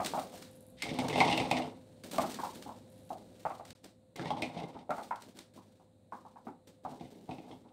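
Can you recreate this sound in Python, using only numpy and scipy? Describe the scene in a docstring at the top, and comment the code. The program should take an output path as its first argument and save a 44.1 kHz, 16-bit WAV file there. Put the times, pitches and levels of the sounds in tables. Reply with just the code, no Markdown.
"""A small kitchen, at a wooden table: peeled garlic cloves are scooped from a wicker basket and
spread by hand on a paper towel in a plastic box. Cloves knock dully and roll on the box floor,
the paper rustles and ticks, damp fingers unstick, the basket rumbles and its canes creak and snap.
Room air and an appliance hum lie behind. Midway the sound drops out for an instant;
the background is quieter from then on."""
import sys
import numpy as np
from scipy import signal
from scipy.fft import rfft, irfft
from scipy.io import wavfile
from scipy.ndimage import uniform_filter1d

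SR = 44100
rng = np.random.default_rng(int(sys.argv[2]) if len(sys.argv) > 2 else 0)


def master_out(mix):
    """Clip the mix to full scale and print it as 16-bit PCM to the path in sys.argv[1]."""
    frames = np.transpose(np.atleast_2d(mix))
    ceiling = np.clip(frames, -1, 1)
    pcm = np.round(ceiling * 32767).astype(np.int16)
    wavfile.write(sys.argv[1], SR, pcm)


N = 340452
TIME = np.arange(N) / SR
DROPOUT_START_S, DROPOUT_END_S = 3.731, 3.751

# room air spectrum: freq_hz, gain_db
AIR_SPECTRUM = [(25, -22.5), (60, -6), (100, -1), (160, 1), (250, 1), (400, -9.5), (530, -4.5), (750, -13),
                (1200, -26.5), (3200, -31), (3950, -22), (5300, -40), (8600, -27.5), (11000, -38.5),
                (15500, -43)]
# appliance hum: pitch_hz, level_db
HUM_TONES = [(103, -73), (247, -76.5), (517, -72)]
# finger strokes through the box: start_s, length_s, rustle_db, rolling_db
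BOX_STROKES = [(0.0, 0.19, -52, -43.5), (0.21, 0.12, -61.5, -54), (0.335, 0.1, -57, -56.5),
               (0.46, 0.17, -72.5, -66), (1.76, 0.28, -75.5, -71), (2.035, 0.031, -55, -47.5),
               (2.11, 0.12, -49.5, -42.5), (2.26, 0.24, -54, -47.5), (2.53, 0.16, -58.5, -51.5),
               (2.72, 0.34, -71.5, -61), (3.09, 0.048, -61.5, -53), (3.17, 0.24, -71, -58),
               (3.39, .19, -63.5, -69), (3.65, 0.045, -60, -57), (3.83, 0.025, -62.5, -53.5),
               (4.895, 0.22, -62, -53.5), (5.2, 0.091, -64.5, -55.5), (5.345, 0.05, -61.5, -55),
               (5.535, 0.029, -62.5, -54.5), (5.62, 0.21, -75.5, -68), (6.115, 0.054, -69, -57),
               (6.19, 0.23, -79, -68.5), (6.445, 0.04, -71, -56.5), (6.67, 0.017, -66.5, -60.5),
               (6.83, 0.29, -70, -57.5), (7.1, 0.18, -73.5, -55), (7.29, 0.3, -72.5, -55.5)]
# paper towel spectrum: freq_hz, gain_db
PAPER_SPECTRUM = [(300, -12), (1000, 1), (1700, 0.5), (2700, 0), (3900, 3.5), (5000, 0.5), (6800, -2.5),
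                  (8600, 0.5), (9800, -6.5), (15000, -6.5)]
# box floor spectrum: freq_hz, gain_db
BOX_SPECTRUM = [(50, -12.5), (100, -18.5), (170, 7), (250, 6), (440, 0.5), (750, -3.5), (1100, -25),
                (1800, -89), (4000, -37.5)]
# cloves landing in the box: start_s, pitch_hz, knock_db, overtone_db, thump_db
BOX_LANDINGS = [(0.001, 760, -35, -40, -45), (0.136, 800, -35, -52, -64), (0.175, 730, -33.5, -43, -46.5),
                (0.329, 677, -52, -82, -89), (2.143, 860, -44.5, -55, -54), (2.183, 720, -29, -34, -39),
                (2.235, 805, -38.5, -43.5, -40.5), (2.388, 970, -40.5, -52, -47.5),
                (2.434, 910, -36.5, -59, -53), (2.661, 840, -49, -74, -52), (2.691, 856, -45.5, -77, -66),
                (3.104, 724, -39, -66, -54.5), (3.452, 784, -32.5, -41.5, -51.5),
                (3.504, 740, -46, -46.5, -75), (3.597, 750, -47, -57, -75.5), (4.754, 810, -49.5, -62, -51),
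                (4.893, 664, -35, -54, -58), (4.905, 880, -40, -39, -47.5), (4.981, 800, -40.5, -48, -65),
                (5.109, 937, -34.5, -43.5, -64.5), (5.576, 910, -58, -86, -61), (5.798, 804, -65, -85, -65),
                (6.122, 995, -43, -59, -74), (6.251, 896, -53.5, -83, -86), (6.359, 910, -53.5, -69, -78),
                (6.469, 830, -46.5, -54, -45), (6.673, 537, -69, -79, -58), (6.85, 800, -39, -57.5, -51),
                (6.919, 780, -52, -76, -47.5)]
# wooden table under the box: freq_hz, width_hz, gain_db
TABLE_RESONANCES = [(178, 10, -1.5), (270, 72, 3.5), (382, 100, -6.5)]
# ticks of paper, cane and wet skin: start_s, level_db
CRISP_TICKS = [(0.0466, -41), (0.06, -37.5), (0.0678, -42), (0.424, -53), (0.822, -39.5), (0.988, -44),
               (1.0836, -42.5), (1.3743, -44.5), (1.5121, -41.5), (2.0366, -54.5), (2.1818, -43.5),
               (2.3203, -53), (2.343, -46), (2.6237, -53.5), (2.7864, -70), (3.6514, -57), (3.705, -53.5),
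               (3.8434, -55.5), (4.1606, -51.5), (4.304, -59), (4.4204, -46.5), (4.9057, -54.5),
               (5.0335, -57.5), (5.158, -58.5), (5.221, -55.5), (5.3887, -51), (6.6726, -65)]
# damp fingers unsticking: start_s, end_s, level_db
FINGER_PEELS = [(0.5, .71, -69.5), (2.856, 3.128, -75.5)]
# hand pushes into the basket: start_s, length_s, rumble_db, creak_db
BASKET_PUSHES = [(0.765, 0.082, -79, -55), (0.82, 0.054, -44, -49), (0.915, 0.071, -46.5, -56),
                 (0.985, 0.21, -38, -48.5), (1.15, 0.24, -36.5, -44), (1.38, 0.19, -42, -52.5),
                 (1.51, .14, -41.5, -53.5), (4.16, 0.33, -44.5, -57.5), (4.53, 0.1, -44.5, -59),
                 (4.66, 0.15, -57, -70), (6.85, 0.088, -55, -72), (6.98, 0.028, -64, -66),
                 (7.11, 0.09, -77, -77), (7.27, 0.052, -51.5, -64), (7.43, 0.088, -54, -71),
                 (7.63, 0.027, -57, -76)]
# loaded basket body: freq_hz, width_hz, gain_db
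BASKET_RESONANCES = [(75.4, 12, -10.5), (136, 9.8, -6), (172, 52, 2), (255.5, 21, 6.5), (320, 28, 3.5),
                     (425, 43, -2), (530, 140, -3), (700, 40, -2.5), (792, 36, -2), (1060, 120, -31.5)]
# basket canes: freq_hz, width_hz, gain_db
CANE_RESONANCES = [(2127, 170, 10.5), (2830, 1800, 4), (3540, 260, 1.5), (4026, 1500, -13.5),
                   (8250, 950, -0.5)]
# cloves tumbling against the basket: start_s, pitch_hz, knock_db, boom_db, cane_hz, snap_db
BASKET_TUMBLES = [(0.821, 1060, -72, -64, 2270, -38), (0.833, 641, -70, -49, 2200, -46),
                  (0.887, 700, -65, -41.5, 2230, -47), (0.914, 816, -56, -35.5, 2300, -63),
                  (0.988, 784, -34, -33, 2330, -43.5), (1.052, 600, -59, -42, 2250, -56),
                  (1.099, 880, -42, -43, 2540, -42.5), (1.129, 700, -62, -38.5, 2013, -40),
                  (1.158, 754, -32.5, -38, 2600, -39), (1.179, 667, -35.5, -34.5, 2780, -40),
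                  (1.204, 750, -30, -35, 2280, -25.5), (1.212, 815, -23.5, -39, 2150, -51.5),
                  (1.265, 764, -30.5, -32.5, 2100, -46), (1.282, 770, -29.5, -34, 2450, -39),
                  (1.314, 806, -41, -39, 2830, -39), (1.327, 840, -40, -51, 2830, -33),
                  (1.377, 618, -38.5, -50, 2670, -35), (1.401, 810, -35, -37.5, 2420, -39.5),
                  (1.513, 740, -27.5, -35.5, 2440, -33), (1.576, 660, -42, -48, 1900, -44),
                  (1.6, 690, -37, -59, 2090, -58), (1.621, 630, -40.5, -59, 2830, -48),
                  (4.158, 697, -65.5, -50.5, 2080, -56.5), (4.195, 1540, -48.5, -38.5, 2030, -54),
                  (4.257, 860, -43, -43, 1900, -48), (4.305, 830, -31, -44, 3270, -47),
                  (4.371, 785, -40, -42.5, 3300, -60), (4.423, 620, -39, -37.5, 2440, -36.5),
                  (4.565, 690, -44, -43.5, 2160, -68), (4.589, 655, -45.5, -51, 2600, -54),
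                  (4.639, 739, -50.5, -42, 2100, -59), (7.01, 710, -49, -45, 2420, -64),
                  (7.036, 810, -70, -48.5, 2020, -76), (7.291, 710, -43.5, -42, 2430, -69),
                  (7.311, 750, -46, -45, 2590, -55.5), (7.384, 680, -53, -46, 2500, -60.5),
                  (7.513, 745, -53, -47, 3250, -59.5)]


def undb(db):
    """Decibels to gain."""
    return 10 ** (np.asarray(db) / 20)


def unit_rms(x):
    """Scale to rms 1."""
    return x / np.sqrt(np.mean(x ** 2))


def at_level(hit, level_db):
    """Scale a hit by the rms of its first 20 ms."""
    return hit * undb(level_db) / np.sqrt(np.mean(hit[:SR // 50] ** 2))


def add(out, start_s, x):
    """Mix x into out from start_s."""
    i = max(int(start_s * SR), 0)
    out[i:i + len(x)] += x[:len(out) - i]


def cut(x, hz, kind="low", order=2):
    """Butterworth low-pass or high-pass."""
    return signal.sosfilt(signal.butter(order, min(hz, .45 * SR), kind, fs=SR, output="sos"), x)


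def colour(x, spectrum):
    """Minimum-phase filter through (freq_hz, gain_db) points."""
    hz, db = np.transpose(spectrum)
    taps = 2048
    grid_hz = np.arange(taps + 1) * SR / 2 / taps
    gain = undb(np.interp(np.log(grid_hz + 1), np.log(hz), db))
    cepstrum = irfft(np.log(gain))
    cepstrum[1:taps] *= 2
    cepstrum[taps + 1:] = 0
    impulse = irfft(np.exp(rfft(cepstrum)))[:taps]
    return signal.fftconvolve(x, impulse)[:len(x)]


def ring(x, modes):
    """Parallel resonances (freq_hz, width_hz, gain_db)."""
    return sum(undb(db) * signal.lfilter(*signal.iirpeak(hz, hz / width_hz, fs=SR), x)
               for hz, width_hz, db in modes)


def wander(rate_hz):
    """Random curve with rate_hz new values a second."""
    size = rate_hz * N // SR + 2
    return np.interp(TIME * rate_hz, np.arange(size), rng.standard_normal(size))


def grains(rate_hz, spread_db):
    """Tiny random contacts of uneven size, at an even overall strength."""
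    hit = rng.random(N) < rate_hz / SR
    x = hit * rng.choice([-1, 1], N) * undb(spread_db * np.minimum(rng.exponential(size=N), 4))
    local_power = uniform_filter1d(x ** 2, SR // 12).clip(0)
    return x / np.sqrt(local_power + np.mean(x ** 2) / 20)


def effort(moves, column, attack_s, sag_db_per_s, release_db_per_s):
    """Gain of hand moves from one dB column: each sets in, eases, then dies away."""
    out, t = np.zeros(N), TIME[:SR]
    for move in moves:
        start_s, length_s = move[:2]
        fall_db = sag_db_per_s * t + release_db_per_s * np.maximum(t - length_s, 0)
        add(out, start_s, np.minimum(t / attack_s, 1) * undb(move[column] - fall_db))
    return out


def kitchen_echoes(near_db, room_db, near_s=0.0098, low_t60_s=0.28, high_t60_s=0.27):
    """Impulse response of one spot: direct sound, quick returns from box and table, room tail."""
    t = TIME[:SR // 2]
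    near, low, high = rng.standard_normal((3, len(t)))
    near = near * np.exp(-t / near_s) * (t > .0015)
    tail = cut(low, 1600) * undb(-60 * t / low_t60_s)
    tail += cut(high, 1800, "high") * undb(-60 * t / high_t60_s)
    tail *= 1 - np.exp(-t / 0.0047)
    tail = cut(tail / np.linalg.norm(tail), 10500, order=1)  # walls and air absorb the top
    return (t == 0) + undb(near_db) * near / np.linalg.norm(near) + undb(room_db) * tail


def in_room(source, near_db, room_db, spots=4):
    """Play source() at several spots, each with its own echoes, at unchanged power."""
    echoes = [kitchen_echoes(near_db, room_db) for _ in range(spots)]
    return sum(signal.fftconvolve(source(), e / np.linalg.norm(e))[:N] for e in echoes) / np.sqrt(spots)


def air_and_hum(air_db=-66.5, early_boost_db=7, waver_db=2):
    """Room air and a wavering appliance hum, both louder before the dropout."""
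    out = unit_rms(colour(rng.standard_normal(N), AIR_SPECTRUM)) * undb(air_db)
    for hz, level_db in HUM_TONES:
        amplitude = np.sqrt(2) * undb(level_db + waver_db * wander(rate_hz=5))
        drift_rad = 0.31 * wander(rate_hz=5)
        out += amplitude * np.sin(2 * np.pi * hz * TIME + drift_rad)
    return out * undb(early_boost_db * (TIME < DROPOUT_START_S))


def fibre_rustle(wicker_db=-8, firm_db=-67, dull_hz=10000, catch_db=3.5):
    """Paper and wicker fibres catch and release under sliding cloves; wicker sounds duller."""
    paper = effort(BOX_STROKES, column=2, attack_s=0.0031, sag_db_per_s=4, release_db_per_s=272)
    wicker = effort(BASKET_PUSHES, column=3, attack_s=0.034, sag_db_per_s=3.5, release_db_per_s=171.5)
    crisp = paper * paper / (paper + undb(firm_db))  # only firm strokes keep the full treble
    dull = paper - crisp + undb(wicker_db) * wicker
    catch = undb(catch_db * wander(rate_hz=70))

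    def rub():
        fibres = catch * unit_rms(colour(grains(rate_hz=260, spread_db=4.5), PAPER_SPECTRUM))
        return crisp * fibres + cut(dull * fibres, dull_hz, order=1)
    return in_room(rub, near_db=0, room_db=-4.5)


def clove_rolling():
    """Cloves topple over each other and patter softly on the box floor."""
    motion = effort(BOX_STROKES, column=3, attack_s=0.014, sag_db_per_s=19.5, release_db_per_s=234)

    def patter():
        return motion * unit_rms(colour(grains(rate_hz=120, spread_db=3), BOX_SPECTRUM))
    return in_room(patter, near_db=-1, room_db=-7)


def contact(echoes, hz, cycles):
    """Firm flesh meets a surface: a swing that builds and dies in a few cycles, through echoes."""
    t = TIME[:SR // 50]
    swing = t * np.exp(-t * hz / cycles) * np.sin(2 * np.pi * hz * t)
    return signal.fftconvolve(echoes, swing)


def box_knocks(cycles=0.78, overtone_ratio=1.397, crack_db=-15,
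               settle_s=.012, settle_ratio=1.027, settle_db=-3.5):
    """A clove lands tip first, then on its side: knock, overtone, crack and table thump each time."""
    out = np.zeros(N)
    for start_s, pitch_hz, knock_db, overtone_db, thump_db in BOX_LANDINGS:
        tip = (start_s, pitch_hz, 0)
        side = (start_s + settle_s, pitch_hz * settle_ratio, settle_db)
        for touch_s, hz, touch_db in (tip, side):
            echoes = kitchen_echoes(near_db=3.5, room_db=1.5)
            padded = cut(echoes, 1700, order=4)  # the towel rounds the attack
            knock = contact(padded, hz, cycles)
            overtone = contact(padded, hz * overtone_ratio, cycles)
            crack = cut(contact(echoes, hz=1980, cycles=0.69), 1900, "high")
            thump = cut(ring(echoes, TABLE_RESONANCES), 470, order=3)
            add(out, touch_s, at_level(knock, knock_db + touch_db))
            add(out, touch_s, at_level(overtone, overtone_db + touch_db))
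            add(out, touch_s, at_level(crack, overtone_db + crack_db + touch_db))
            add(out, touch_s, at_level(thump, thump_db + touch_db))
    return out


def crease_ticks(top_hz=10500):
    """A crease gives way or wet skin slips: a burst of a few milliseconds."""
    out = np.zeros(N)
    for start_s, level_db in CRISP_TICKS:
        echoes = kitchen_echoes(near_db=6.5, room_db=5, near_s=.0022)
        add(out, start_s, at_level(colour(echoes, PAPER_SPECTRUM), level_db))
    return cut(out, top_hz, order=1)


def sticky_fingers(centre_hz=10500, width_hz=4500):
    """Damp skin peels off the cloves in a faint, very high crackle."""
    out = np.zeros(N)
    band = [(centre_hz, width_hz, 0)]
    for start_s, end_s, level_db in FINGER_PEELS:
        peel = grains(rate_hz=84, spread_db=3)[:int((end_s - start_s) * SR)]
        crackle = ring(ring(peel, band), band)
        add(out, start_s, undb(level_db) * unit_rms(crackle + 1e-12))
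    return in_room(lambda: out, near_db=-9.5, room_db=-2, spots=1)


def weave(x, soft_hz, low_hz=70):
    """Basket body: too small for deep bass; soft flesh does not excite its treble."""
    return cut(cut(ring(x, BASKET_RESONANCES), soft_hz, order=3), low_hz, "high")


def canes(x, low_hz=1850, high_hz=6200):
    """Thin canes ring high and radiate no bass."""
    return cut(cut(ring(x, CANE_RESONANCES), low_hz, "high", order=4), high_hz, order=3)


def basket_digging(catch_db=5.5):
    """Fingers stir the heap: many soft bumps in the weave, canes sticking and slipping in fits."""
    stir = effort(BASKET_PUSHES, column=2, attack_s=0.031, sag_db_per_s=4.5, release_db_per_s=163)
    strain = effort(BASKET_PUSHES, column=3, attack_s=.015, sag_db_per_s=7.5, release_db_per_s=239.5)
    strain *= undb(catch_db * wander(rate_hz=60))

    def rumble():
        return stir * unit_rms(weave(grains(rate_hz=89, spread_db=-2.5), soft_hz=1000))

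    def creak():
        return strain * unit_rms(canes(grains(rate_hz=80, spread_db=4)))
    return in_room(rumble, near_db=1.5, room_db=-5.5) + in_room(creak, near_db=2, room_db=-8.5)


def basket_bumps(cycles=.9, cane_width_hz=220, cane_boost_db=12):
    """A clove drops within the basket: it knocks, the weave booms, one cane snaps and rings."""
    out = np.zeros(N)
    for start_s, pitch_hz, knock_db, boom_db, cane_hz, snap_db in BASKET_TUMBLES:
        echoes = kitchen_echoes(near_db=0.5, room_db=-0.5)
        struck_cane = ring(echoes, [(cane_hz, cane_width_hz, cane_boost_db)])
        add(out, start_s, at_level(contact(echoes, pitch_hz, cycles), knock_db))
        add(out, start_s, at_level(weave(echoes, soft_hz=505), boom_db))
        add(out, start_s, at_level(canes(echoes + struck_cane), snap_db))
    return out


def scene():
    """Box, basket and kitchen in mono; such small things radiate no deep bass."""
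    handling = box_knocks() + crease_ticks() + fibre_rustle() + sticky_fingers() + clove_rolling()
    handling += basket_bumps() + basket_digging()
    return (cut(handling, 44, "high") + air_and_hum())[None]


def record(dry):
    """A 20 ms dropout, then a steep treble cut."""
    live = (TIME < DROPOUT_START_S) | (TIME > DROPOUT_END_S)
    gate = uniform_filter1d(live * 1., SR // 1000)  # 1 ms ramps
    top_hz = 15650
    return signal.sosfilt(signal.ellip(10, .2, 70, top_hz, fs=SR, output="sos"), dry * gate)


dry = scene()
out = record(dry)
master_out(out)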